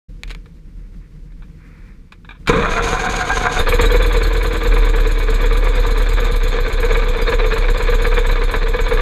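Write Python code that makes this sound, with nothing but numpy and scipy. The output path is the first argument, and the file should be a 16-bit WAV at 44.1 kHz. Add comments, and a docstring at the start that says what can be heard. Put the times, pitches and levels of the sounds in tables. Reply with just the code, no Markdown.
"""A V-twin mud motor starts up on a small boat in choppy water, heard from close by.
Over a low rumble, a switch and a lever click, with soft rubbing between. At 2.5 s the starter
bangs in and grinds round the flywheel for a second. At 3.6 s the engine catches and flares,
then idles in uneven double beats: a shaking boom, a ringing clatter, chirps of loose metal
and two exhaust chuffs a cycle, from 6.5 s on now and then a missed one."""
import sys
import numpy as np
from scipy import signal
from scipy.fft import rfft, irfft
from scipy.io import wavfile

SR = 44100
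rng = np.random.default_rng(int(sys.argv[2]) if len(sys.argv) > 2 else 0)


def generate_wav(sig):
    """Save sig (samples, or channels by samples) to the path in sys.argv[1] as 16-bit PCM at SR."""
    pcm = np.round(np.clip(np.atleast_2d(sig).T, -1, 1) * 32767).astype(np.int16)
    wavfile.write(sys.argv[1], SR, pcm)


N = 397341
T = np.arange(N) / SR
ENGAGE_S, CATCH_S, RELEASE_S = 2.485, 3.575, 3.585  # starter meshes, engine catches, starter lets go

# resonances of engine, frame and hull: f/Hz, width/Hz, boost/dB
FRAME_MODES = [(449.7, 19, 16.5), (489, 21, 16), (710, 10, 4.5), (1002, 82, 7), (1183.5, 31, 9),
               (1529, 21, 9.5), (1651, 23, 9.5), (1723, 67, 6), (2242, 26, 12), (2416, 113, 9.5),
               (3555, 30, 10.5)]
# ring of the flywheel: f/Hz, width/Hz, boost/dB
FLYWHEEL_MODES = [(467, 43, 11), (544, 33, 5.5), (725, 18, 10), (1017, 49, 12.5), (1180, 45, 3.5),
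                  (1476, 44, 3), (1613, 17, 12.5), (2270, 87, 7.5), (2430, 36, 13), (3400, 120, 3),
                  (4300, 41, 13)]
# spectrum of a heavy, dull blow: f/Hz, level/dB
BANG_EQ = [(40, -17), (110, 2), (200, 9), (330, 0), (470, 1), (700, -18), (1100, -7.5), (2300, -17),
           (4000, -43), (5500, -32), (6700, -26), (14000, -57)]
# blows of the starter pinion taking up the load: t/s, level/dB, decay/s
PINION_BLOWS = [(2.49, -5, 0.011), (2.516, -15.5, 0.04), (2.56, -15, 0.041), (2.605, -27, .05)]
# compression strokes that load the starter: t/s, extra grind/dB, dip of the hiss just after/dB
COMPRESSIONS = [(2.656, 7.002, 5), (2.789, 7.5, 12), (2.956, 8.002, 4), (3.058, 8.502, 15), (3.216, 8, 11),
                (3.308, 8, 2), (3.465, 7.5, 13), (3.58, 6, 3)]
# missed firings: t/s, loss of chuff/dB
MISSED_FIRINGS = [(6.55, 19), (7.04, 10), (7.16, 7), (7.41, 23), (7.65, 20), (8.38, 17), (8.63, 20),
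                  (8.75, 10)]


def gain_of(db):
    """Decibels to amplitude."""
    return 10 ** (np.asarray(db) / 20)


def unit_rms(x):
    """Scales to rms 1."""
    return x / np.sqrt(np.mean(x ** 2) + 1e-20)


def curves(rows):
    """One automation curve for each column after the time."""
    s, *columns = np.transpose(rows)
    return [np.interp(T, s, c) for c in columns]


def hump(s, width):
    """A smooth rise and fall of height 1 around a moment."""
    return np.exp(-np.minimum(((T - s) / width) ** 2, 100))


def drift(hz, size=4096):
    """Random wander of rms 1, rolling off above the given rate."""
    rolloff = 1 + (np.fft.rfftfreq(size, T[-1] / size) / hz) ** 4
    slow = irfft(rfft(rng.standard_normal(size)) / rolloff)
    return np.interp(T, np.linspace(0, T[-1], size), unit_rms(slow))


def colour(x, eq, modes=(), size=8192):
    """Rings x through a body of unit energy: a broad EQ (f/Hz, level/dB) with resonances on top."""
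    hz = np.fft.rfftfreq(size, 1 / SR)
    f, db = np.transpose(eq)
    gain = gain_of(np.interp(np.log(hz + 1), np.log(f), db)) * hz / np.hypot(hz, 20)
    peaks = sum((gain_of(boost) ** 2 - 1).clip(0) / (1 + (2 * (hz - centre) / width) ** 2)
                for centre, width, boost in modes)
    # minimum phase: the ring follows the hit
    cepstrum = irfft(np.log(gain * np.sqrt(1 + peaks) + 1e-6))
    cepstrum[1:size // 2] *= 2
    cepstrum[size // 2 + 1:] = 0
    ring = irfft(np.exp(rfft(cepstrum)))
    return signal.oaconvolve(x, ring / np.linalg.norm(ring))[:N]


def rattle(per_s, spread_db):
    """A stream of tiny impacts of uneven size, rms 1."""
    out = np.zeros(N)
    at = np.flatnonzero(rng.random(N) < per_s / SR)
    chance = rng.uniform(-1, 1, N)[at]
    out[at] = np.sign(chance) * gain_of(spread_db * np.minimum(-np.log(abs(chance)), 3))
    return unit_rms(out)


def bursts(times, dbs, rise, decay):
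    """Envelope of hits, each with a linear attack and an exponential tail."""
    power = np.zeros(N)
    t = np.arange(SR // 4) / SR
    for s, db, fall in zip(times, dbs, decay * np.ones(len(times))):
        shape = np.minimum(t / rise, 1) * np.exp(-np.maximum(t - rise, 0) / fall)
        part = power[round(s * SR):][:len(t)]
        part += (gain_of(db) * shape[:len(part)]) ** 2
    return np.sqrt(power)


def water(onset_s=0.084):
    """A low bed of wind and small waves around the hull, with faint laps."""
    # swell of the rumble, with a lull before the start: t/s, level/dB
    swell = [(.1, -35), (.3, -33), (.7, -34.5), (1.3, -34.5), (1.75, -33.5), (2.15, -36), (2.45, -36)]
    # spectrum of the rumble: f/Hz, level/dB
    rumble_eq = [(12, -63), (20, -14), (43, 0), (53, -21.5), (64, -16), (124, -27), (155, -17.5),
                 (235, -31), (310, -30), (387, -42.5), (484, -35.5), (603, -53.5), (4430, -59.5),
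                 (4950, -60.5), (15000, -73.5)]
    rumble = gain_of(curves(swell)[0] + 1.3 * drift(11)) * colour(rng.standard_normal(N), rumble_eq)
    lapping = gain_of(-67 + 1.8 * drift(11)) * rattle(700, 3)
    laps = colour(lapping, [(400, -19), (1000, 5), (2300, 6), (3200, -14), (8000, -25)])
    return np.clip((T - onset_s) / 0.0096, 0, 1) * (rumble + laps)


def swishes():
    """Soft, grainy rubbing that swells and fades."""
    # rubs before the start: middle t/s, length/s, level/dB
    rubs = [(.85, 0.078, -67), (1.042, 0.074, -61), (1.766, 0.37, -55)]
    rub_eq = [(500, -22), (1000, -1), (1800, 4), (2400, 3), (3000, -17), (4000, -13), (8000, -32)]
    level = sum(gain_of(db) / (1 + (2 * (T - s) / length) ** 8) for s, length, db in rubs)
    return colour(level * rattle(4000, 2.2), rub_eq)


def controls():
    """Bright switch snaps and duller latch clacks, each with a faint ring in the frame."""
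    # clicks of switch and lever: t/s, level/dB, decay/s, dull share/0-1
    clicks = [(0.2346, -20.5, 0.0026, 0), (0.277, -39, 0.011, 0.1), (0.297, -36, 0.0066, 0.1),
              (0.305, -29, 0.0063, 0.3), (0.312, -30, 0.0078, 0), (0.349, -27, 0.0025, 0.44),
              (0.459, -43, 0.0053, 0.8), (1.321, -51, 0.0073, 0.8), (1.422, -44.5, 0.015, 1),
              (2.1218, -35, 0.0092, 0.74), (2.2475, -39.5, 0.0085, 1), (2.291, -30, 0.0072, 1),
              (2.307, -33.5, 0.015, 1), (2.35, -47, 0.02, 1), (2.461, -39, 0.054, 0.94),
              (2.4737, -16, 0.0096, 0.5), (2.480, -12, 0.01, 0.8)]
    # spectrum of the switch: f/Hz, level/dB
    switch_eq = [(300, -28), (500, -8), (1000, -12), (1650, -3), (2300, 5), (3000, -4), (4050, -1),
                 (6000, -19.5), (6860, -10), (7700, -19), (11000, -23), (15000, -33)]
    # spectrum of the latch: f/Hz, level/dB
    latch_eq = [(290, -10), (500, -26), (998, -10), (1170, -9.5), (1750, -7), (1990, -39), (2340, -6.5),
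                (2930, -25), (3770, -13), (4550, -44), (12000, -62), (15600, -87), (22000, -120)]
    s, db, decay, dull = np.transpose(clicks)
    clean = np.exp(-(decay / 0.0071) ** 2)  # short clicks are one clean impact, longer ones scrape
    out = np.zeros(N)
    for share, eq in ((1 - dull, switch_eq), (dull, latch_eq)):
        level_db = db + 10 * np.log10(np.clip(share, 1e-4, 1))
        scrape_db = level_db + 10 * np.log10(1.001 - clean)
        force = bursts(s, scrape_db, .0003, decay) * rng.standard_normal(N)
        force[np.round(s * SR).astype(int)] += gain_of(level_db) * np.sqrt(clean * decay * SR / 2)
        out += colour(force, eq)
    ring = bursts(s, db - 20 + 10 * np.log10(decay / 0.0046), 0.00094, 0.022) * rng.standard_normal(N)
    ring_eq = [(150, 5), (450, -4), (900, -2), (2400, 3), (4000, -6), (9000, -23)]
    return out + colour(ring, ring_eq, FRAME_MODES)


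def lever_bumps():
    """The lever thuds into the hull, and its first push sets the mount swaying."""
    # bumps against the hull: t/s, level/dB, decay/s
    bumps = [(0.306, -27.5, 0.003), (0.349, -47, 0.011), (0.459, -44, .012), (2.124, -49, 0.0073)]
    s, db, decay = np.transpose(bumps)
    thud = colour(bursts(s, db, 0.00099, decay) * rng.standard_normal(N), BANG_EQ, FRAME_MODES)
    sway = bursts([0.235], [-22], 0.023, 0.11) * np.sin(2 * np.pi * 39 * T)
    return thud + sway


def coasting():
    """A faint, rough tone rises a little and sinks away, likely the freed starter running down."""
    # glide of the tone: t/s, f/Hz, level/dB
    glide = [(3.6, 290.6, -40.5), (3.95, 299, -32.5), (4.45, 335, -34.5), (4.8, 300.6, -34),
             (6.0, 267, -39.5), (7.0, 253, -80)]
    hz, db = curves(glide)
    turns = np.cumsum(hz * (1 + .045 * drift(60))) / SR
    return (T > CATCH_S) * gain_of(db + 3 * drift(40)) * np.sin(2 * np.pi * turns)


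def chirps(faint_from_s=5.6, repeats=4):
    """Loose metal rubs and sings for a moment, its pitch wavering."""
    # the loudest chirps: t/s, f/Hz, level/dB
    loud = [(3.597, 3670, -19), (3.698, 3250, -31), (3.748, 4000, -30), (3.868, 3850, -23),
            (3.972, 4000, -33), (4.033, 3460, -27), (4.18, 4000, -27.5), (4.242, 4300, -28.5),
            (7.23, 4800, -34), (7.283, 3710, -25)]
    # faint squeaks scattered over the idle: f/Hz, level/dB
    squeaks = [(4800, -42.5), (6550, -41.5)]
    out = np.zeros(N)
    wavering_t = T + 0.0125 * np.cumsum(drift(226)) / SR
    faint = [(s, hz, db) for hz, db in squeaks for s in rng.uniform(faint_from_s, T[-1], repeats)]
    for s, hz, db in loud + faint:
        out += gain_of(db) * hump(s, .013) * np.sin(2 * np.pi * hz * wavering_t)
    return out


def brush_hiss(engaged, speed, teeth, db_per_octave=27):
    """The starter's brushes hiss with speed, ducking as the flywheel runs ahead past each compression."""
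    # spectrum of the brushes: f/Hz, level/dB
    brush_eq = [(2500, 4), (4300, 2.5), (5600, -7.5), (6550, 7), (7400, -6.5), (8600, -8.5), (10000, -16.5),
                (11200, -11), (11900, -19), (14500, -36), (15500, -48)]
    duck_db = sum(dip_db * hump(s + 0.022, 0.014) for s, _, dip_db in COMPRESSIONS)
    hiss_db = -30 + db_per_octave * np.log2(speed) - duck_db + 2.4 * drift(54)
    scrape = bursts([PINION_BLOWS[0][0]], [-19], .004, 0.0057)
    grain = rattle(5000, 2.2) + 0.34 * teeth
    return colour((engaged * gain_of(hiss_db) + scrape) * grain, brush_eq)


def pinion_bang():
    """The pinion slams into mesh and rings the flywheel."""
    s, db, decay = np.transpose(PINION_BLOWS)
    return colour(bursts(s, db, 0.004, decay) * rattle(3140, 2.2), BANG_EQ, FLYWHEEL_MODES)


def starter(start_hz=371, top_hz=751, spin_up_s=.15, strain_hz=680):
    """The pinion's teeth grind and whine round the flywheel, harder on each compression."""
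    # spectrum of the gears: f/Hz, level/dB
    gear_eq = [(40, -13), (150, 7.5), (380, -1.5), (470, 4.5), (620, -8.5), (1300, 1.5), (2000, -5.5),
               (2450, -7.5), (2950, -17), (3800, -7), (5400, -61), (9000, -87)]
    since = np.maximum(T - ENGAGE_S, 0)
    engaged = np.minimum(since / 0.0055, 1) * np.exp(-np.maximum(T - RELEASE_S, 0) / 0.028)
    level = engaged * gain_of(-21 + 6 * np.exp(-since / 0.17))  # louder while it spins up
    load_db = sum(db * hump(s, .017) for s, db, _ in COMPRESSIONS)
    tooth_hz = top_hz + (start_hz - top_hz) * np.exp(-since / spin_up_s)
    tooth_count = np.cumsum(tooth_hz * (1 + .03 * drift(25))) / SR
    tooth_count += .07 * drift(220)  # play makes each tooth land a little early or late
    teeth = unit_rms(np.diff(np.floor(tooth_count), prepend=0) * (1 + 0.68 * drift(220)))
    grind = gain_of(-3.5) * teeth + gain_of(-2.7) * rattle(1700, 4)
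    strain_band = signal.butter(2, [strain_hz, 3 * strain_hz], "bandpass", fs=SR, output="sos")
    strain = (gain_of(load_db) - 1) * signal.sosfilt(strain_band, grind + 0.32 * teeth)
    gears = colour(level * gain_of(2.1 * drift(57)) * (grind + strain), gear_eq, FLYWHEEL_MODES)
    brushes = brush_hiss(engaged, tooth_hz / top_hz, teeth)
    bang = pinion_bang()
    rocking_eq = [(15, -10), (30, -0.5), (45, -1.5), (60, -15), (90, -10.5), (140, -41), (400, -68)]
    rocking = level * gain_of(-3.5) * colour(rng.standard_normal(N), rocking_eq)
    whine = level * gain_of(-18.5 + 2.1 * load_db + 2.8 * drift(25)) * np.sin(2 * np.pi * tooth_count)
    return gears + whine + brushes + bang + rocking


def firings(cycles, v_lag=.385, flare_db=10, flare_s=0.46):
    """Two uneven firings a cycle: when each exhaust valve opens, and relative knock and chuff levels."""
    # how hard the firings knock: t/s, relative level/dB
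    effort = [(3.58, -18), (3.7, -11), (3.9, -12), (4.25, -18), (4.8, -17), (5.15, -20), (5.6, -18),
              (6.6, -20.5), (6.92, -14), (7.1, -19), (7.4, -14.5), (7.7, -17), (8.15, -15), (8.68, -19),
              (8.95, -13.5)]
    whole = np.arange(int(cycles[-1]) + 1)
    places = np.sort(np.r_[whole, whole + v_lag])[1:]  # in cycles; the second cylinder starts
    opens = np.interp(places[places < cycles[-1]], cycles, T)
    knock_scatter, chuff_scatter = rng.standard_normal((len(opens), 2)).T
    knock_db = np.interp(opens, *np.transpose(effort)) + 1.4 * knock_scatter
    rich = np.exp(-((opens - CATCH_S) / flare_s) ** 2)  # the first, rich firings chuff louder
    chuff_db = -40 + flare_db * rich + 1.03 * chuff_scatter
    for s, loss_db in MISSED_FIRINGS:
        chuff_db[np.argmin(abs(opens - s))] -= loss_db
    return opens, knock_db, chuff_db


def jingle(shaking, parts=12):
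    """Small loose parts, each with its own pitch, ping at random while the engine shakes them."""
    t = np.arange(SR // 24) / SR
    out = np.zeros(N + len(t))
    for hz in np.geomspace(3300, 4250, parts):
        ping = np.sin(2 * np.pi * hz * t) * np.exp(-t / .006)
        for at in rng.integers(0, N, size=220):
            out[at:at + len(t)] += shaking[at] * rng.standard_normal() * ping
    return unit_rms(out[:N])


def frame_clatter(opens, knock_db, running, knock_lead_s=0.028):
    """Each firing knocks the frame and sets the hull humming; valve gear and loose parts rattle along."""
    # hard clanks of the mount as the engine rocks: t/s, level/dB, decay/s
    mount_hits = [(3.598, -16, 0.023), (3.797, -14, 0.006), (3.838, -15, 0.0096), (4.217, -15, 0.0062),
                  (4.653, -22, 0.0047), (5.06, -20, 0.0037), (6.587, -16.5, 0.0082), (6.648, -20, 0.0077),
                  (7.275, -20.5, 0.0099), (7.323, -15, 0.015), (7.443, -16, .006), (7.522, -14, 0.013),
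                  (7.683, -17, 0.0082), (7.746, -19.5, 0.007), (8.052, -14, 0.0072), (8.178, -8.5, 0.0051),
                  (8.355, -15, .004), (8.539, -11.5, 0.014), (8.789, -15.5, 0.0074), (8.973, -14.5, 0.0077)]
    # spectrum of the knocks and clanks: f/Hz, level/dB
    clatter_eq = [(60, -9), (130, 0), (300, -3), (520, 1.5), (740, -5), (1000, -1), (1700, -1.5),
                  (2400, -5.5), (2900, -13.5), (3900, -13), (5400, -33.5), (6700, -41), (9000, -54),
                  (15000, -46)]
    # spectrum of the valve gear: f/Hz, level/dB
    whirr_eq = [(60, -29), (150, 5), (400, 3.5), (750, -2), (1200, 1), (2300, -3), (2950, -13), (3600, -3),
                (4200, -9), (5500, -26), (6600, -18), (8000, -25.5), (15000, -67)]
    knocks = bursts(opens - knock_lead_s, knock_db - 3, 0.016, 0.021)
    s, db, decay = np.transpose(mount_hits)
    clanks = bursts(s, db, 0.00022, decay) * rng.standard_normal(N)
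    clatter = colour(knocks * rattle(3200, 2.5) + clanks, clatter_eq, FRAME_MODES)
    hull_eq = [(300, -52), (420, -19.5), (465, -8), (495, -13.5), (540, -23), (700, -56)]
    hull_drive = bursts(opens - .015, knock_db - 8, 0.0057, 0.034) * rng.standard_normal(N)
    hum = colour(hull_drive, hull_eq, FRAME_MODES)
    first_cylinder = opens[1::2]
    tappets = bursts(first_cylinder - knock_lead_s, np.full(len(first_cylinder), -30), 0.0013, 0.0026)
    valve_gear = gain_of(-30 + 2.54 * drift(39)) * running + tappets
    whirr = colour(valve_gear * rattle(2000, 2.7), whirr_eq, FRAME_MODES)
    pings = gain_of(-42) * jingle(running * (0.077 + knocks))
    return clatter + hum + whirr + pings


def chuffs(opens, chuff_db, variants=7, eq_scatter_db=3):
    """Gas spits through the outlet; the puffs rotate through variants of colour and whistle."""
    # spectrum of the jet: f/Hz, level/dB
    jet_eq = [(1500, 15.5), (3000, 14.5), (4000, 24.5), (5600, -8), (6600, 5), (7800, 7), (9500, 2),
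              (11800, -2), (13000, 11.5), (14000, -24), (15500, -38)]
    # steady whistles of the outlet: f/Hz, width/Hz, boost/dB
    outlet_modes = [(5060, 23, 19), (6380, 61, 12.6), (6690, 57, 16.3), (7270, 60, 11.3), (13300, 110, 1.8)]
    out = np.zeros(N)
    jet = rattle(9000, 3.1)
    for k in range(variants):
        whistles = [(hz, 110, 11) for hz in rng.uniform(6000, 15000, 9)]
        eq = [(hz, db + eq_scatter_db * rng.uniform(-1, 1)) for hz, db in jet_eq]
        puffs = bursts(opens[k::variants] - .002, chuff_db[k::variants] + 6.4, 0.0069, 0.019)
        out += colour(puffs * jet, eq, outlet_modes + whistles)
    return out


def thumps(times, dbs, hz=68.7, decay_s=0.0092):
    """Each gas pulse briefly rings a low, damped resonance of the muffler."""
    t = np.arange(SR // 8) / SR
    pulses = np.zeros(N + SR)
    pulses[np.round(times * SR).astype(int)] = gain_of(dbs + 1.2 * rng.standard_normal(len(times)))
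    ring = np.sin(2 * np.pi * hz * t) * np.exp(-t / decay_s) * (1 - np.exp(-t / 0.0035))
    return signal.oaconvolve(pulses, ring)[:N]


def exhaust(opens, chuff_db):
    """Each opening valve gives a chuff, a pop and a thump in the muffler."""
    hiss = chuffs(opens, chuff_db)
    pops = bursts(opens + 0.0076, .5 * chuff_db - 7.5, 0.00078, 0.0054) * rng.standard_normal(N)
    pop_eq = [(70, -24.5), (150, 7), (300, 6), (600, -26.5), (2000, -23.5)]
    return hiss + colour(pops, pop_eq) + thumps(opens + 0.0094, .5 * chuff_db + 10)


def shake(cycles, stumble_db=13):
    """The pistons shake the mount four times a cycle; the boom dips about a cycle after each misfire."""
    # strength of the shaking: t/s, relative level/dB
    boom = [(3.58, -16.5), (3.82, -12.5), (4.3, -13.5), (4.62, -21), (4.7, -10.5), (5.2, -15), (5.5, -12),
            (6.6, -15), (7.45, -13.5), (9.0, -13.5)]
    stumbles = sum(hump(s + 0.15, 0.025) for s, _ in MISSED_FIRINGS)
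    level_db = curves(boom)[0] + 3.67 - stumble_db * stumbles + 0.98 * drift(14)
    return gain_of(level_db) * np.cos(2 * np.pi * (4 * cycles + 1 / 8))


def engine():
    """One crankshaft drives the knocks, the exhaust and the shaking."""
    # engine speed, flaring at the catch, then settling: t/s, four-stroke cycle rate/Hz
    speed = [(3.512, 4.38), (3.83, 9.371), (4.5, 10.212), (4.58, 9.499), (5.11, 8.724), (6.17, 8.981),
             (6.55, 8.001), (7.04, 8.516), (7.14, 7.457), (7.34, 8.367), (8.22, 8.12), (9.0, 8.016)]
    cycles = np.cumsum(curves(speed)[0] * (T >= speed[0][0])) / SR
    opens, knock_db, chuff_db = firings(cycles)
    running = np.clip((T - CATCH_S) / 0.029, 0, 1)
    return frame_clatter(opens, knock_db, running) + exhaust(opens, chuff_db) + running * shake(cycles)


def scene():
    """A dry mono mix: open water has no room."""
    boat = water() + swishes() + controls() + lever_bumps()
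    return (boat + starter() + coasting() + engine() + chirps())[None]


def record(dry):
    """Trims the subsonics, soft-clips peaks near full scale and cuts the very top."""
    dry = signal.sosfilt(signal.butter(1, 3, "highpass", fs=SR, output="sos"), dry)
    rounded = dry / (1 + dry ** 8) ** (1 / 8)
    lowpass = signal.firwin(511, 15450, window=("kaiser", 9), fs=SR)
    return signal.oaconvolve(rounded, lowpass[None], "same")


dry = scene()
out = record(dry)
generate_wav(out)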